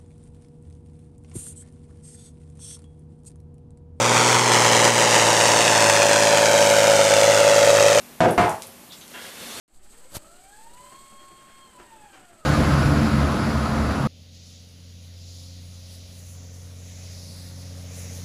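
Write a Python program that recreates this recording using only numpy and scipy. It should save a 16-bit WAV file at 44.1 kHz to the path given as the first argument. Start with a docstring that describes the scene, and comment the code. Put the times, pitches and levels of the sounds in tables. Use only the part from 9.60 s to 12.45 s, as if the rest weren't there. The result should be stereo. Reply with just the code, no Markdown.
"""A stairlift motor whines as it runs along its rail in a hard-floored hall: the pitch climbs, holds, sinks.
One shaft speed drives the whine and the hiss of the brushes, which swells once per turn.
The rollers rumble and rasp, the carriage knocks softly, and its panels ring with whine, rollers and knocks.
The hand-held microphone opens with a subsonic drift, then leaves a faint, very low handling rumble.
Early on, something brushes its left port."""
import sys
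import numpy as np
from scipy import signal
from scipy.fft import rfft, irfft, next_fast_len
from scipy.io import wavfile
from scipy.ndimage import uniform_filter1d, map_coordinates

SR = 44100
rng = np.random.default_rng(int(sys.argv[2]) if len(sys.argv) > 2 else 0)


def to_wav(s):
    """Save 16-bit WAV."""
    ch = np.atleast_2d(s).T  # columns
    pcm = np.round(np.clip(ch, -1, 1) * 32767)  # PCM
    wavfile.write(sys.argv[1], SR, pcm.astype(np.int16))


N = 125685

# motor run (time [s], shaft speed [turns/s])
SHAFT_SPEED = [(.08, 9.8), (.45, 16.1), (.81, 23.34), (1.2, 31.56), (1.36, 33.93), (1.85, 33.66),
               (2.04, 33.6), (2.21, 30.3), (2.42, 26.4), (2.85, 18.96)]
# whine fundamental (time [s], level [dB], left over right [dB])
WHINE_LEVEL = [(.08, -83, 7), (.28, -73, 1), (.38, -63.5, 4), (.57, -63.5, -1), (.76, -57.5, -4),
               (.92, -57.5, 5), (1.08, -56, 0), (1.22, -56, 4), (1.33, -50.5, 5), (1.45, -54, 2),
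               (1.66, -53, 10.5), (1.88, -54, 10), (2.08, -52.5, 1), (2.15, -63, -5), (2.22, -56.5, 3),
               (2.3, -59.5, -4), (2.44, -53, -3), (2.51, -62, 6), (2.85, -60.5, -2)]
# whine overtones (time [s], second [dB], third [dB], fourth [dB])
OVERTONE_LEVELS = [(.08, -89, -98, -103), (.35, -70.5, -87, -73), (.58, -71, -82, -74),
                   (.66, -58, -83, -87), (.8, -67.5, -69, -72), (.95, -64, -76, -68.5),
                   (1.22, -71, -68, -78), (1.36, -66.5, -60.5, -65), (1.68, -72, -61, -67),
                   (1.899, -69.5, -68, -74), (2.03, -66.5, -58.5, -64), (2.17, -70.5, -71, -74.5),
                   (2.55, -68, -71, -71), (2.85, -65, -89, -80)]
# placement of each overtone (left over right [dB])
OVERTONE_PANS = [5, -4, -3]
# hall reverb (frequency [Hz], t60 [s])
HALL_DECAY = [(150, 1), (1000, 0.45), (4000, 0.46), (12000, 0.22)]
# brush hiss (time [s], level [dB])
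BRUSH_LEVEL = [(.08, -72.5), (.125, -60.5), (.155, -58.5), (.2, -60), (.32, -52), (.6, -53), (1.35, -50.5),
               (1.6, -53), (1.9, -55), (2.55, -55.5), (2.85, -58)]
# hiss colour on each side (frequency [Hz], gain [dB])
BRUSH_LEFT_EQ = [(2500, -16.5), (4500, -6), (5600, -14.5), (6500, -8), (8000, -3.5), (9500, -12),
                 (10600, -8.5), (12050, -11.5), (12700, -17), (13500, -16), (14200, -7)]
BRUSH_RIGHT_EQ = [(2500, -29.5), (4500, -8.5), (5600, -18.5), (6500, -9.5), (7100, -9), (8000, 2),
                  (9000, -7), (9900, -15.5), (12050, -21.5), (12700, -17), (14200, -20.5)]
# rollers on the rail (time [s], rumble [dB], rasp [dB])
ROLLER_LEVELS = [(.08, -72.5, -78), (.2, -65, -68.5), (.35, -62, -61.5), (.65, -59.5, -62.5),
                 (.95, -62.5, -63.5), (1.3, -58, -61), (1.5, -62, -62), (1.8, -57, -57.5),
                 (2.1, -58.5, -62), (2.45, -59, -60.5), (2.85, -62, -64)]
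# roller colours (frequency [Hz], gain [dB])
RUMBLE_EQ = [(40, 4.5), (90, 2), (140, -4), (175, 1), (210, 4.5), (340, -1.5), (480, -3.5), (580, -8.5),
             (700, 0), (1000, -10), (1200, -3), (2000, -19.5), (4000, -50)]
RASP_EQ = [(500, -42), (1000, -1.5), (1450, 2.5), (2200, 2), (3200, 1.5), (4400, -12.5), (5500, -10.5),
           (8000, -10.5), (14000, -26.5)]
# stereo image of diffuse noise (frequency [Hz], left-right correlation [0-1])
STEREO_LIKENESS = [(30, 0.19), (120, 0.66), (400, 0.89), (1200, 0.21), (3000, 0.17), (14000, 0.28)]
# carriage panel resonances (frequency [Hz], width [Hz], gain [dB])
PANEL_MODES = [(138.4, 10.5, 6), (217.8, 8.4, -7.5), (350.5, 22, 3.5), (405, 6.3, 1), (582, 18, 13),
               (777.7, 11.3, 1), (839.5, 12, 3), (891, 31, 0), (998, 7, 7), (1349, 81, -6), (1564, 13, 0.5),
               (1660, 8.6, 5.5), (1820, 15, 3), (3160, 31, -7.5)]
# opening subsonic drift, then faint handling rumble (time [s], level [dB])
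SUB_LEVEL = [(.08, -73), (.14, -38), (.4, -47), (.9, -47.5), (1.3, -51.5), (2, -54), (2.85, -59.5)]
# colour of drift and handling rumble (frequency [Hz], gain [dB])
SUB_EQ = [(2, 5.5), (8, -10.5), (25, -13.5), (50, -23), (110, -56), (300, -95)]
# rub over the left port (time [s], level [dB])
RUB_LEVEL = [(.505, -57), (.53, -43.5), (.5465, -34.5), (.548, -32.5), (.557, -28), (.566, -28),
             (.572, -33), (.583, -42.5), (.589, -65)]
# pops of the port (time [s], thump [dB], crack [dB])
PORT_POPS = [(0.519, -40, -54), (.526, -37, -57), (.548, -45, -33), (0.554, -48, -34), (0.5682, -19.5, -15)]
# rub and crack colours (frequency [Hz], gain [dB])
RUB_EQ = [(30, 10), (120, 6.5), (350, 0.5), (700, 4.5), (1300, 1.5), (2300, -4.5), (3500, -0.5), (9000, 0),
          (12000, -1), (14200, -4.5)]
CRACK_EQ = [(100, 6), (650, 7.5), (1300, 4), (3000, -6), (9000, -1.5), (14200, -4.5)]
# carriage knocks (time [s], level [dB], t60 [s], brightness [dB/octave])
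KNOCK_HITS = [(.571, -61, 0.44, -6), (1.255, -53.5, 0.15, 4), (1.318, -47.5, 0.17, 0.5),
              (1.593, -49.5, 0.25, 1), (1.616, -52, 0.18, -2.5), (1.743, -65, 0.13, 13),
              (2.183, -46.5, 0.37, 0.2), (2.212, -51, 0.12, 0), (2.526, -49, 0.46, 2.5),
              (2.542, -51.5, 0.35, 1.5)]
# knock colour (frequency [Hz], gain [dB])
KNOCK_EQ = [(50, 5), (130, -18), (300, 5.5), (480, -1.5), (850, -2.5), (1400, 1.5), (2000, -5),
            (2900, -4.5), (3500, -15), (6000, -17), (8000, -23.5), (14000, -39)]


def amp(db):
    """Decibels to gain."""
    return 10 ** (np.asarray(db) / 20)


def unit(x):
    """Scale to rms 1."""
    return x / np.sqrt(np.mean(x ** 2) + 1e-20)


def clock():
    """The time of each sample."""
    return np.arange(N) / SR


def along(points, hz):
    """Read (frequency, value) points on a log axis."""
    freqs, values = np.transpose(points)
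    return np.interp(np.log(hz + 1), np.log(freqs + 1), values)


def curves(rows):
    """One envelope for each column after the time."""
    times, *columns = np.transpose(rows)
    return [np.interp(clock(), times, column) for column in columns]


def wobble(rate):
    """A smooth random curve, rate knots a second."""
    return map_coordinates(rng.standard_normal(int(N * rate / SR) + 4), [clock() * rate])


def pan(db):
    """Left and right gains for a level difference."""
    return amp(np.array([[.5], [-.5]]) * db)


def filtered(x, response):
    """Shape x by a frequency response."""
    size = next_fast_len(N + SR // 2)
    return irfft(rfft(x, size) * response(np.fft.rfftfreq(size, 1 / SR)), size)[..., :N]


def noise(eq):
    """Coloured mono noise of rms 1."""
    return unit(filtered(rng.standard_normal(N), lambda hz: amp(along(eq, hz))))


def diffuse(eq, tilt_db=0):
    """Coloured stereo noise of rms 1, narrowest in the low mids."""
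    def response(hz):
        width = np.arccos(np.clip(along(STEREO_LIKENESS, hz), -1, 1)) / 2
        gain = amp(along(eq, hz) + tilt_db * np.log2(hz + 1))
        return gain * [np.cos(width), np.sin(width)]
    mid, side = filtered(rng.standard_normal((2, N)), response)
    return unit(np.array([mid + side, mid - side]))


def fade(start, t60):
    """Zero before start, then an exponential decay."""
    age = clock() - start
    return (age >= 0) * np.exp(-np.log(1000) * np.abs(age) / t60)


def in_hall(tone, wet_db=-0.5):
    """A tone beating against its own reverb, its slow level held at 1 in each ear."""
    hz, age, spectrum = signal.stft(rng.standard_normal((2, SR // 2)), SR, nperseg=256)
    decay = np.exp(-np.log(1000) * age / along(HALL_DECAY, hz)[:, None])
    _, tail = signal.istft(spectrum * decay, SR, nperseg=256)
    reverb = signal.fftconvolve(tone[None], tail / np.linalg.norm(tail[0]), axes=1)[:, :N]
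    heard = tone + amp(wet_db) * reverb
    power = uniform_filter1d(heard ** 2, size=SR // 5, axis=1)
    return heard / np.sqrt(np.abs(power) + 1e-9)


def motor_whine(speed, turns, whine_per_turn=32, gear_per_turn=18):
    """Tones locked to the shaft waver more in a glide; the gear tone grows as the motor speeds up."""
    acceleration = uniform_filter1d(np.gradient(speed), size=SR // 10)
    acceleration /= acceleration.max()
    waver_db = 2.5 * np.abs(acceleration)
    tone = lambda per_turn: in_hall(np.sin(2 * np.pi * per_turn * turns))
    waver = lambda depth_db: amp(depth_db * wobble(28))
    level_db, side_db = curves(WHINE_LEVEL)
    whine = amp(level_db) * pan(side_db) * tone(whine_per_turn) * waver(waver_db)
    for harmonic, db, pan_db in zip((2, 3, 4), curves(OVERTONE_LEVELS), OVERTONE_PANS):
        whine += amp(db) * pan(pan_db) * tone(harmonic * whine_per_turn) * waver(waver_db + 0.7)
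    load = np.clip(acceleration, 0, 1)
    gear_gain = amp(-81.5 + 15 * load) * speed / speed.max()
    return whine + gear_gain * tone(gear_per_turn)


def brushes(speed, turns, crest_s=0.162, scratch_db=1):
    """The motor brushes hiss, swelling once per turn, most deeply when the shaft is slow."""
    level_db, = curves(BRUSH_LEVEL)
    depth_db = np.maximum(0.65 + 3.5 * (speed.min() / speed) ** 2, 1)
    crest_turn = np.interp(crest_s, clock(), turns)
    swell_db = depth_db * np.cos(2 * np.pi * (turns - crest_turn))
    hiss = np.array([noise(BRUSH_LEFT_EQ), noise(BRUSH_RIGHT_EQ)])
    return amp(level_db + swell_db + scratch_db * wobble(110)) * pan(db=-1) * hiss


def rollers(lumpy_db=1.88, gritty_db=1.9):
    """The carriage rolls on the rail: an uneven rumble and a finer rasp."""
    rumble_db, rasp_db = curves(ROLLER_LEVELS)
    rumble = amp(rumble_db + lumpy_db * wobble(30.15)) * pan(db=0.5) * diffuse(RUMBLE_EQ)
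    rasp = amp(rasp_db + gritty_db * wobble(90)) * pan(db=2.5) * diffuse(RASP_EQ)
    return rumble + rasp


def carriage_panels(shake):
    """The panels ring with whatever shakes them, so the whine swells as it sweeps through a resonance."""
    def ring(hz):
        return sum(amp(db) * 1j * hz * width / (centre ** 2 - hz ** 2 + 1j * hz * width)
                   for centre, width, db in PANEL_MODES)
    return shake + filtered(shake, ring)


def drift_and_handling():
    """Subsonic drift as the microphone opens, then faint, very low handling rumble."""
    level_db, = curves(SUB_LEVEL)
    return amp(level_db) * pan(db=3.1) * diffuse(SUB_EQ)


def port_rub(grain_db=2, thump_hz=89.5):
    """A short dry scrape over the left port, dotted with pops, the last one loudest."""
    level_db, = curves(RUB_LEVEL)
    touching = (clock() > RUB_LEVEL[0][0]) & (clock() < RUB_LEVEL[-1][0])
    left = touching * amp(level_db + grain_db * wobble(900)) * noise(RUB_EQ)
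    for start, thump_db, crack_db in PORT_POPS:
        thump = np.cos(2 * np.pi * thump_hz * (clock() - start))
        left -= amp(thump_db) * fade(start, t60=0.029) * thump
        left += amp(crack_db) * fade(start, t60=0.0048) * noise(CRACK_EQ)
    return np.array([left, np.zeros(N)])


def knocks(rattle_db=1.9, attack_s=0.01):
    """Soft, rattly knocks of the carriage, blurred by the hall."""
    hits = np.zeros((2, N))
    for start, db, t60, tilt_db in KNOCK_HITS:
        rise = 1 - np.exp(-np.abs(clock() - start) / attack_s)
        envelope = amp(db + rattle_db * wobble(200)) * rise * fade(start, t60)
        hits += envelope * diffuse(KNOCK_EQ, tilt_db)
    return pan(db=2) * hits


def scene(flutter=0.0012):
    """The mix: a slightly fluttering shaft drives whine and brushes, over rail and microphone noises."""
    speed, = curves(SHAFT_SPEED)
    speed = uniform_filter1d(speed, size=SR // 20) * (1 + flutter * wobble(25.06))
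    turns = np.cumsum(speed) / SR
    shake = motor_whine(speed, turns) + rollers() + knocks()
    return carriage_panels(shake) + brushes(speed, turns) + port_rub() + drift_and_handling()


def record(dry, open_s=0.079, top_hz=14250):
    """The microphone opens after a moment and passes nothing above its band limit."""
    high_cut = lambda hz: np.clip((top_hz - hz) / 200 + .5, 0, 1)
    return filtered(dry * (clock() > open_s), high_cut)


dry = scene()
out = record(dry)
to_wav(out)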